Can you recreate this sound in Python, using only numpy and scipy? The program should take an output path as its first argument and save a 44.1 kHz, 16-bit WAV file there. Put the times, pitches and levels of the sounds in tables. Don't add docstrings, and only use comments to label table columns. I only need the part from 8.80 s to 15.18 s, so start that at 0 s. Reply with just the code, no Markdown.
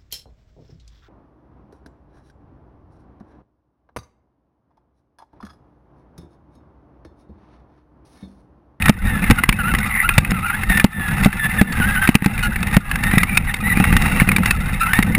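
import sys
import numpy as np
from scipy import signal
from scipy.fft import rfft, irfft, next_fast_len
from scipy.io import wavfile
from scipy.ndimage import uniform_filter1d, map_coordinates

SR = 44100
rng = np.random.default_rng(int(sys.argv[2]) if len(sys.argv) > 2 else 0)


def materialize(psi):
    bounded = np.clip(np.atleast_2d(psi).T, -1, 1)
    quanta = np.round(bounded * 32767).astype(np.int16)
    wavfile.write(sys.argv[1], SR, quanta)


N = 281358

# time_s, judder_db, sway_db
GROUND_ROUGHNESS = [(0, -25, -21.5), (.4, -26, -22.5), (.62, -30, -30.5), (1.03, -26, -19),
                    (1.22, -32, -24), (1.45, -21.5, -26), (1.65, -31.5, -31.5), (1.9, -25.5, -27),
                    (2.17, -29.5, -32), (2.3, -23.5, -24.5), (2.65, -27, -28), (2.79, -24, -19.5),
                    (2.86, -24.5, -26), (3.0, -23.5, -21), (3.3, -28.5, -24), (3.55, -30, -27),
                    (3.94, -23.5, -20.5), (4.03, -27.5, -26), (4.25, -27.5, -20.5), (4.8, -26.5, -24.5),
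                    (5.1, -19.5, -19), (5.7, -23.5, -22.5), (5.92, -20, -20), (6.05, -29, -21.5),
                    (6.38, -19, -24)]
# frequency_hz, level_db
JUDDER_SPECTRUM = [(41, -18.5), (70, -3), (124, -7), (204, -1.5), (312, -22.5), (343, -20.5), (420, -33),
                   (481, -23), (630, -32.5), (700, -28), (910, -32), (1540, -120)]
SWAY_SPECTRUM = [(7.1, -56), (12, -8), (38, 2.5), (76, -6.5), (120, -6), (160, -14.5), (260, -120)]
# centre_s, level_db
WHEEL_DROPS = [(0.509, -4.5), (0.7, -8), (0.94, -11), (1.388, -6.5), (1.499, -14.5), (1.9, -8),
               (2.441, -11), (3.96, -11), (5.13, -13)]
# start_s, length_s, level_db, pitch_hz
GEAR_CHATTERS = [(1.012, 0.028, -20, 2070), (1.103, 0.037, -22, 2090), (1.145, 0.079, -17, 2000),
                 (2.699, 0.008, -22, 2100), (3.717, 0.012, -24.5, 1620)]
# frequency_hz, level_db
CLACK_SPECTRUM = [(300, -1), (600, -18.5), (850, -6), (1100, 3.5), (1400, 2), (2000, 8.5), (2700, 3),
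                  (3200, -8), (3700, -10.5), (4500, -15), (5900, -21)]
SNAP_SPECTRUM = [(1000, -12.5), (2600, 2), (3200, -15), (3720, 10.5), (4150, -16), (4550, 2.5),
                 (4900, -16.5), (5250, 0), (5900, -13.5)]
# start_s, level_db, pitch_hz, snap_db
STONE_HITS = [(0.0213, -6, 2520, -2.5), (0.057, -2, 1850, -7), (0.082, -5.5, 1760, -4),
              (0.44, -8, 2080, -30), (0.508, 1, 1554, 3.5), (0.6357, -0.5, 2040, -30),
              (0.7248, -6, 2320, -29), (0.948, -2, 1990, -18), (0.985, -12, 2500, 3),
              (1.29, 0.5, 2490, -29), (1.3795, 2, 2730, 7), (1.4476, -9.5, 2550, -35),
              (1.506, -12.5, 1980, 0.5), (1.7427, -14, 1530, -28), (1.8327, -8.5, 2100, -31),
              (1.8985, -8, 1820, -21), (1.972, -2.5, 1830, -5.5), (1.9976, -0.5, 2420, -6),
              (2.434, -8.5, 1800, 1), (2.445, -6, 2025, 6), (2.5276, -6.5, 1734, -18),
              (2.923, -13, 1810, 6.5), (3.274, 0.5, 1850, -14), (3.3435, -6, 1950, -22),
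              (3.4437, -3, 1880, -6), (3.5775, -13, 2400, -4), (3.59, -11.5, 2030, -8),
              (3.758, -7, 1780, -12), (3.828, -8, 2590, -2.5), (3.869, -12, 1822, -5),
              (4.1124, -2.5, 1682, -20), (4.156, -10.5, 1594, -2.5), (4.2354, -7, 1900, -2),
              (4.3117, -7.5, 1800, -24), (4.3802, -0.5, 1970, 0), (4.4316, 0.5, 1980, -6),
              (4.572, 3, 2530, 0.5), (4.7394, -5, 2100, -2), (5.039, -2, 1876, -33), (5.1653, 0.5, 1845, 0),
              (5.219, -11.5, 1990, 7), (5.259, -13, 1870, -10), (5.3983, -1, 2130, -26),
              (5.405, -2, 1760, -20), (5.4891, -0.5, 2460, -26), (5.515, -2.5, 2180, -27),
              (5.562, -1.5, 2350, 0.5), (5.632, -7.5, 1330, -20), (5.658, -3, 2017, -0.5),
              (5.7072, -1, 2610, 0), (6.1323, -1.5, 1834, -7.5), (6.2255, -2, 2060, -2.5),
              (6.3489, -2, 2190, -8)]
# nominal_pitch_hz, level_db, nominal_t60_s
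CHASSIS_MODES = [(57.5, -15, 0.078), (140.6, -4.5, 0.055), (194, 4, 0.055), (252.5, -10, 0.064),
                 (410, -17.5, 0.048), (800, -6, 0.024)]
# start_s, thump_db, crack_db, mode_pitch_ratio, mode_t60_ratio
ROCK_BLOWS = [(0.0936, 2, -14, 1.11, 0.86), (0.4994, -2.5, -23.5, 1.07, 1.63),
              (.509, -3.5, -18.5, 0.61, 1.5), (0.6895, -4.5, -14.5, 0.85, 0.29),
              (.937, -12, -26.5, 0.96, 0.93), (1.38, -3, -14.5, 0.66, 0.9), (1.516, -11, -30.5, 0.97, 1.4),
              (1.899, -11.5, -38, 0.91, 1.5), (2.042, 4.5, -13, 1.015, 0.87), (2.4582, 1, -24, 0.99, 1.3),
              (2.812, 3.5, -17, 1.06, 0.9), (2.999, -11.5, -31.5, 0.92, 1.02),
              (3.2886, 1.5, -16, 1.19, 0.46), (3.351, 4.5, -8.5, 1.06, 0.69), (3.421, -5.5, -28, 1, 1.1),
              (3.459, -2.5, -20, 1.04, 1.07), (3.966, 5, -14.5, 1.016, 0.86), (4.335, -6.5, -32, 0.938, 1),
              (4.372, -4, -40, 0.88, 0.77), (4.971, -8, -28, 1, 0.84), (4.999, -4.5, -27, 1.01, 1.42),
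              (5.125, -6.5, -28, 1.04, 1.26), (5.4172, -3, -30, 0.95, 0.66),
              (5.474, -11.5, -31, 0.94, 1.03), (5.582, -10, -30, 1.02, 1.2), (6.188, -4, -24.5, 0.96, 1.01)]
# time_s, rasp_db
FREE_RUNNING = [(0, -26), (.2, -32.5), (.5, -29.5), (.74, -33), (.96, -25.5), (1.4, -29), (1.75, -27),
                (2.15, -33), (2.4, -24), (2.75, -27.5), (3.1, -22.5), (3.55, -29.5), (3.85, -30),
                (4.05, -26.5), (4.3, -29.5), (4.62, -32), (4.8, -31.5), (5.05, -21.5), (5.6, -29),
                (5.9, -30), (6.38, -30.5)]
# start_s, length_s, whine_db, rasp_db
GEAR_STRAINS = [(0.047, .049, -27, -23.5), (0.248, 0.15, -32.5, -30), (0.415, 0.16, -38.5, -27),
                (0.576, 0.015, -23.5, -21.5), (0.784, 0.03, -23.5, -33), (0.833, 0.09, -25, -36),
                (1.04, 0.18, -35, -52), (1.234, 0.03, -20.5, -38), (1.3, 0.019, -27, -44),
                (1.535, 0.06, -30.5, -50.5), (1.626, 0.072, -25, -38), (1.729, 0.019, -22, -42),
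                (1.888, 0.12, -25, -25), (2.125, 0.21, -31.5, -36), (2.591, 0.075, -24, -32),
                (2.782, 0.016, -18.5, -39), (2.867, 0.069, -29.5, -59), (3.004, 0.046, -23, -40),
                (3.065, 0.11, -25.5, -34), (3.158, 0.034, -21, -43), (3.212, 0.038, -18.5, -26),
                (3.626, 0.04, -19.5, -23), (3.925, 0.032, -28, -21), (4.225, 0.16, -28.5, -28),
                (4.389, 0.023, -22, -38), (4.479, 0.1, -31, -30), (4.67, 0.044, -31, -28),
                (4.833, 0.053, -24.5, -28), (4.892, 0.036, -19.5, -30), (4.953, .16, -29, -35),
                (5.218, 0.21, -30, -24), (5.645, .07, -30, -24), (6.007, 0.034, -19, -26),
                (6.054, 0.065, -26.5, -24.5), (6.137, 0.063, -26, -23), (6.283, 0.01, -30, -41)]
# time_s, tooth_mesh_hz
MESH_RATE = [(.26, 1856), (.39, 1705), (.45, 1800), (.6, 1412), (.74, 1805), (.83, 1296), (.9, 1462),
             (1.0, 1130), (1.07, 1240), (1.16, 1070), (1.205, 1100), (1.255, 1397), (1.32, 1424),
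             (1.45, 1199), (1.55, 1366), (1.6, 1162), (1.665, 1448), (1.7, 1360), (1.745, 1682),
             (1.9, 1842), (2.0, 1747), (2.16, 1789), (2.29, 1650), (2.4, 1837), (2.49, 1450), (2.56, 1728),
             (2.61, 1793), (2.65, 1723), (2.71, 1837), (2.78, 1800), (2.805, 1677), (2.87, 1786),
             (2.96, 1680), (3.03, 1434), (3.075, 1663), (3.1, 1560), (3.13, 1733), (3.165, 1527),
             (3.25, 1568), (3.57, 1695), (3.62, 1508), (3.665, 1440), (3.71, 1250), (3.75, 1727),
             (3.95, 1840), (4.05, 1662), (4.19, 1718), (4.33, 1948), (4.39, 2075), (4.425, 1953),
             (4.49, 2394), (4.62, 2330), (4.7, 1810), (4.75, 2050), (4.845, 1910), (4.89, 2080),
             (4.925, 1890), (4.95, 2280), (5.0, 2550), (5.06, 2768), (5.4, 2707), (5.63, 2900),
             (5.76, 2467), (5.97, 1105), (6.02, 1344), (6.07, 1327), (6.1, 1522), (6.115, 1481),
             (6.14, 1780), (6.25, 2004), (6.31, 1745)]
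# time_s, roughness_ratio (1 = usual)
TOOTH_PLAY = [(1.9, .95), (2.2, .7), (3.2, .75), (3.6, 1.0), (4.55, 1.05), (4.9, .7)]
# start_s, length_s, level_db
TOOTH_SKIPS = [(3.625, 0.024, -28), (5.998, 0.0082, -31)]
# frequency_hz, level_db
RASP_SPECTRUM = [(250, -47), (620, -14.5), (800, 5), (1000, -4), (1330, 2.5), (1620, -3.5), (2030, 8),
                 (2300, -3.5), (2700, 2), (3100, -14), (3700, -11.5), (4500, -25), (5900, -28)]
# frequency_hz, gain_db
HOUSING_RESPONSE = [(700, -35), (1070, -8), (1300, 3.5), (1550, 2.5), (1800, 5.5), (2080, 2), (2400, 4),
                    (2800, -3.5), (3200, -12), (3650, -3), (4300, -24), (5900, -21)]


def amp(db):
    return 10 ** (np.asarray(db) / 20)


def unit(x):
    return x / np.sqrt(np.mean(x ** 2) + 1e-20)


def curves(rows):
    times, *columns = np.transpose(rows)
    return [np.interp(np.arange(N) / SR, times, column) for column in columns]


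def wobble(rate):
    knots = rng.standard_normal(int(N * rate / SR) + 4)
    return map_coordinates(knots, [np.arange(N) * rate / SR])


def filtered(x, response):
    size = next_fast_len(len(x) + 8192)
    return irfft(rfft(x, size) * response(np.fft.rfftfreq(size, 1 / SR)), size)[:len(x)]


def coloured(x, spectrum, size=8192):
    hz, db = np.transpose(spectrum)
    shape_db = np.interp(np.log(np.fft.rfftfreq(size, 1 / SR) + 1), np.log(hz), db)
    cepstrum = irfft(np.log(amp(shape_db) + 1e-6))
    cepstrum[1:size // 2] *= 2
    cepstrum[size // 2 + 1:] = 0
    impulse = irfft(np.exp(rfft(cepstrum)))
    return unit(signal.fftconvolve(x, impulse)[:len(x)])


def noise(samples, spectrum):
    return coloured(rng.standard_normal(samples), spectrum)


def varied(spectrum, spread_db=3):
    return [(hz, db + rng.normal(0, spread_db)) for hz, db in spectrum]


def grains(per_s, spread_db):
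    hits = (rng.random(N) < per_s / SR) * rng.choice([-1, 1], N)
    return unit(hits * amp(spread_db * np.clip(rng.standard_normal(N), -2, 2)))


def gate(length_s, attack_s=0.0062, release_s=0.016):
    t = np.arange(int((length_s + release_s) * SR)) / SR
    return np.minimum(t / attack_s, 1) * np.clip(1 - (t - length_s) / release_s, 0, 1)


def swell(t, peak_s):
    return t / peak_s * np.exp(1 - t / peak_s)


def add(track, start_s, sound):
    part = track[max(round(start_s * SR), 0):][:len(sound)]
    part += sound[:len(part)]


def tyres(judder_gain_db=1, sway_gain_db=-2.5, lumps_db=3.5, heave_db=3):
    judder_db, sway_db = curves(GROUND_ROUGHNESS)
    judder = coloured(grains(550, spread_db=4), JUDDER_SPECTRUM)
    judder *= amp(judder_db + judder_gain_db + lumps_db * wobble(25))
    sway = noise(N, SWAY_SPECTRUM) * amp(sway_db + sway_gain_db + heave_db * wobble(11))
    return judder + sway


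def lurches(gain_db=-1, spring_hz=42, width_s=0.019):
    track, t = np.zeros(N), np.arange(-SR // 10, SR // 10) / SR
    for centre_s, level_db in WHEEL_DROPS:
        swing = np.exp(-(t / width_s) ** 2) * np.sin(2 * np.pi * (spring_hz * t + rng.random()))
        add(track, centre_s + t[0], amp(level_db + gain_db) * swing)
    return track


def gravel(rasp_gain, gain_db=-7, per_s=70, ring_t60_s=0.084, snap_db=-13, snap_t60_s=0.036):
    track, t = np.zeros(N), np.arange(SR // 25) / SR
    snap = noise(N + len(t), SNAP_SPECTRUM)
    ring_envelope = amp(-60 * t / ring_t60_s) * (1 - np.exp(-t / 0.00087))
    for when, smallness, pitch in rng.random((int(per_s * N / SR), 3)):
        pitch_hz = 1900 * 1.323 ** (3 * pitch - 1.7)
        ring = np.sin(2 * np.pi * pitch_hz * t) * ring_envelope
        tick = snap[int(when * N):][:len(t)] * amp(snap_db - 60 * t / snap_t60_s)
        size_db = -4 * np.log(smallness + 0.063)
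        add(track, when * N / SR, amp(size_db) * (ring + tick))
    torque_db, ground_db = 20 * np.log10(rasp_gain), curves(GROUND_ROUGHNESS)[0]
    return unit(track) * amp(0.79 * torque_db + 0.21 * ground_db + gain_db)


def gear_chatter(knocks_per_s=900, ring_s=0.0013):
    track, t = np.zeros(N), np.arange(SR // 50) / SR
    for start_s, length_s, level_db, pitch_hz in GEAR_CHATTERS:
        envelope = gate(length_s)
        ring = t * np.exp(-t / ring_s) * np.sin(2 * np.pi * pitch_hz * t)
        knocks = grains(knocks_per_s, spread_db=3)[:len(envelope) + len(t) - 1]
        squeak = unit(signal.fftconvolve(knocks, ring, "valid"))
        add(track, start_s, amp(level_db) * envelope * squeak)
    return track


def shell_rattles(gain_db=-21, first_s=0.01, within_s=0.032, t60_s=0.0089, ticks=3):
    track, t = np.zeros(N), np.arange(SR // 30) / SR
    for start_s, thump_db, *_ in ROCK_BLOWS:
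        for lateness in rng.random(ticks):
            tick = noise(len(t), CLACK_SPECTRUM) * amp(-60 * t / t60_s)
            level_db = gain_db + thump_db / 2 - 10 * lateness
            add(track, start_s + first_s + within_s * lateness, tick * amp(level_db))
    return track


def stone_clacks(gain_db=-8, ring_db=-1, snap_gain_db=-5, ragged_db=2, bounces_per_s=700):
    track, t = np.zeros(N), np.arange(SR // 16) / SR
    for start_s, level_db, pitch_hz, snap_db in STONE_HITS:
        body = noise(len(t), CLACK_SPECTRUM)
        snap = noise(len(t), varied(SNAP_SPECTRUM)) * amp(snap_db + snap_gain_db)
        bounces = np.interp(t * bounces_per_s, np.arange(len(t)), rng.uniform(-1.62, 0.5, len(t)))
        chatter = (body + snap) * amp(ragged_db * bounces) * swell(t, peak_s=0.0021)
        ring = amp(ring_db) * np.sin(2 * np.pi * pitch_hz * t) * swell(t, peak_s=0.0026)
        add(track, start_s, amp(level_db + gain_db) * (chatter + ring))
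    return track


def thumps(gain_db=3, bottom_out_db=7, crack_gain_db=18, crack_t60_s=0.021, thump_delay_s=0.0013):
    track, t = np.zeros(N), np.arange(SR // 6) / SR
    for start_s, thump_db, crack_db, pitch_ratio, t60_ratio in ROCK_BLOWS:
        ring = np.zeros(len(t))
        for mode_hz, mode_db, t60_s in CHASSIS_MODES:
            decay = amp(mode_db + rng.normal(0, 1) - 60 * t / (t60_s * t60_ratio))
            ring += decay * np.sin(2 * np.pi * mode_hz * pitch_ratio * rng.normal(1, 0.04) * t)
        rise_s = 0.00066 * amp(-thump_db)
        ring *= 1 - np.exp(-t / rise_s)
        bottomed = np.clip(1.5 + thump_db / 4, 0, 1)
        blow = ring / np.abs(ring).max() * amp(thump_db + gain_db + bottomed * bottom_out_db)
        crack = coloured(rng.standard_normal(len(t)), varied(CLACK_SPECTRUM))
        crack *= amp(crack_db + crack_gain_db - 60 * t / crack_t60_s)
        add(track, start_s + thump_delay_s, blow + crack)
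    return track


def drive_load(free_whine_db=-13.5):
    free_db, = curves(FREE_RUNNING)
    whine_power, rasp_power = amp(free_db + free_whine_db) ** 2, amp(free_db) ** 2
    for start_s, length_s, whine_db, rasp_db in GEAR_STRAINS:
        add(whine_power, start_s, (amp(whine_db) * gate(length_s)) ** 2)
        add(rasp_power, start_s, (amp(rasp_db) * gate(length_s)) ** 2)
    return np.sqrt(whine_power), np.sqrt(rasp_power)


def skipping_teeth(buzz, grit, grit_db=-5):
    envelope = np.zeros(N)
    for start_s, length_s, level_db in TOOTH_SKIPS:
        add(envelope, start_s, amp(level_db) * gate(length_s))
    return envelope * (unit(buzz) + amp(grit_db) * grit)


def gears(whine_gain, rasp_gain, whine_db=1, rasp_db=-2.5, grind_db=-18):
    throb_db, stutter_db, chatter_db = 1.3, 3.3, 2.5
    runout_db, teeth_per_swell = -7, 5.4
    mesh_hz, = curves(MESH_RATE)
    roughness, = curves(TOOTH_PLAY)
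    speed_error = roughness * (0.014 * wobble(75) + 0.019 * wobble(450))
    phase = 2 * np.pi * np.cumsum(mesh_hz * (1 + speed_error)) / SR
    grip = wobble(35) + wobble(100)
    runout = 1 + roughness * amp(runout_db) * wobble(60) * np.cos(phase / teeth_per_swell)
    surge = runout * amp(throb_db * grip + np.sqrt(roughness) * stutter_db * wobble(300))
    overtones = sum(amp(db) * np.sin(k * phase) for k, db in [(2, -6.5), (3, -12.5), (4, -18.5)])
    note = unit((np.sin(phase) + overtones) * surge) * whine_gain * amp(whine_db)
    housing_hz, housing_db = np.transpose(HOUSING_RESPONSE)
    whine = filtered(note, lambda hz: amp(np.interp(hz, housing_hz, housing_db)))
    rattle = unit(grains(2500, spread_db=0.5) * amp(chatter_db * (0.5 * grip + wobble(130))))
    rasp = coloured(rattle, RASP_SPECTRUM) * rasp_gain * amp(rasp_db)
    grit = coloured(rattle, SNAP_SPECTRUM)
    grind = grit * rasp_gain ** 2 / rasp_gain.max() * amp(grind_db)
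    return whine + rasp + grind + skipping_teeth(overtones * surge, grit)


def gain_control(x, threshold_db=-4.5, slope=0.86, attack_s=0.016, release_db_per_s=75, window_s=0.005):
    power = np.abs(uniform_filter1d(x ** 2, int(window_s * SR)))
    over_db = slope * np.maximum(10 * np.log10(power + 1e-12) - threshold_db, 0)
    recovery_db = release_db_per_s * np.arange(len(x)) / SR
    held_db = np.maximum.accumulate(over_db + recovery_db) - recovery_db
    pole = np.exp(-1 / (attack_s * SR))
    return x * amp(-signal.lfilter([1 - pole], [1, -pole], held_db))


def scene():
    whine_gain, rasp_gain = drive_load()
    gearbox = gears(whine_gain, rasp_gain)
    rolling = tyres() + lurches() + gravel(rasp_gain)
    bodywork = thumps() + shell_rattles() + stone_clacks() + gear_chatter()
    return (gearbox + rolling + bodywork)[None]


def record(dry, ceiling=0.97, camera_rate_hz=12000, hold_steps=4, top_hz=15350):
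    ducked = gain_control(dry[0])
    slow = signal.resample_poly(ducked, camera_rate_hz, SR, window=("kaiser", 3))
    staircase = np.repeat(np.clip(slow, -ceiling, ceiling), hold_steps)
    held = signal.resample_poly(staircase, SR, hold_steps * camera_rate_hz)[:N]
    return filtered(held, lambda hz: hz < top_hz)[None]


dry = scene()
out = record(dry)
materialize(out)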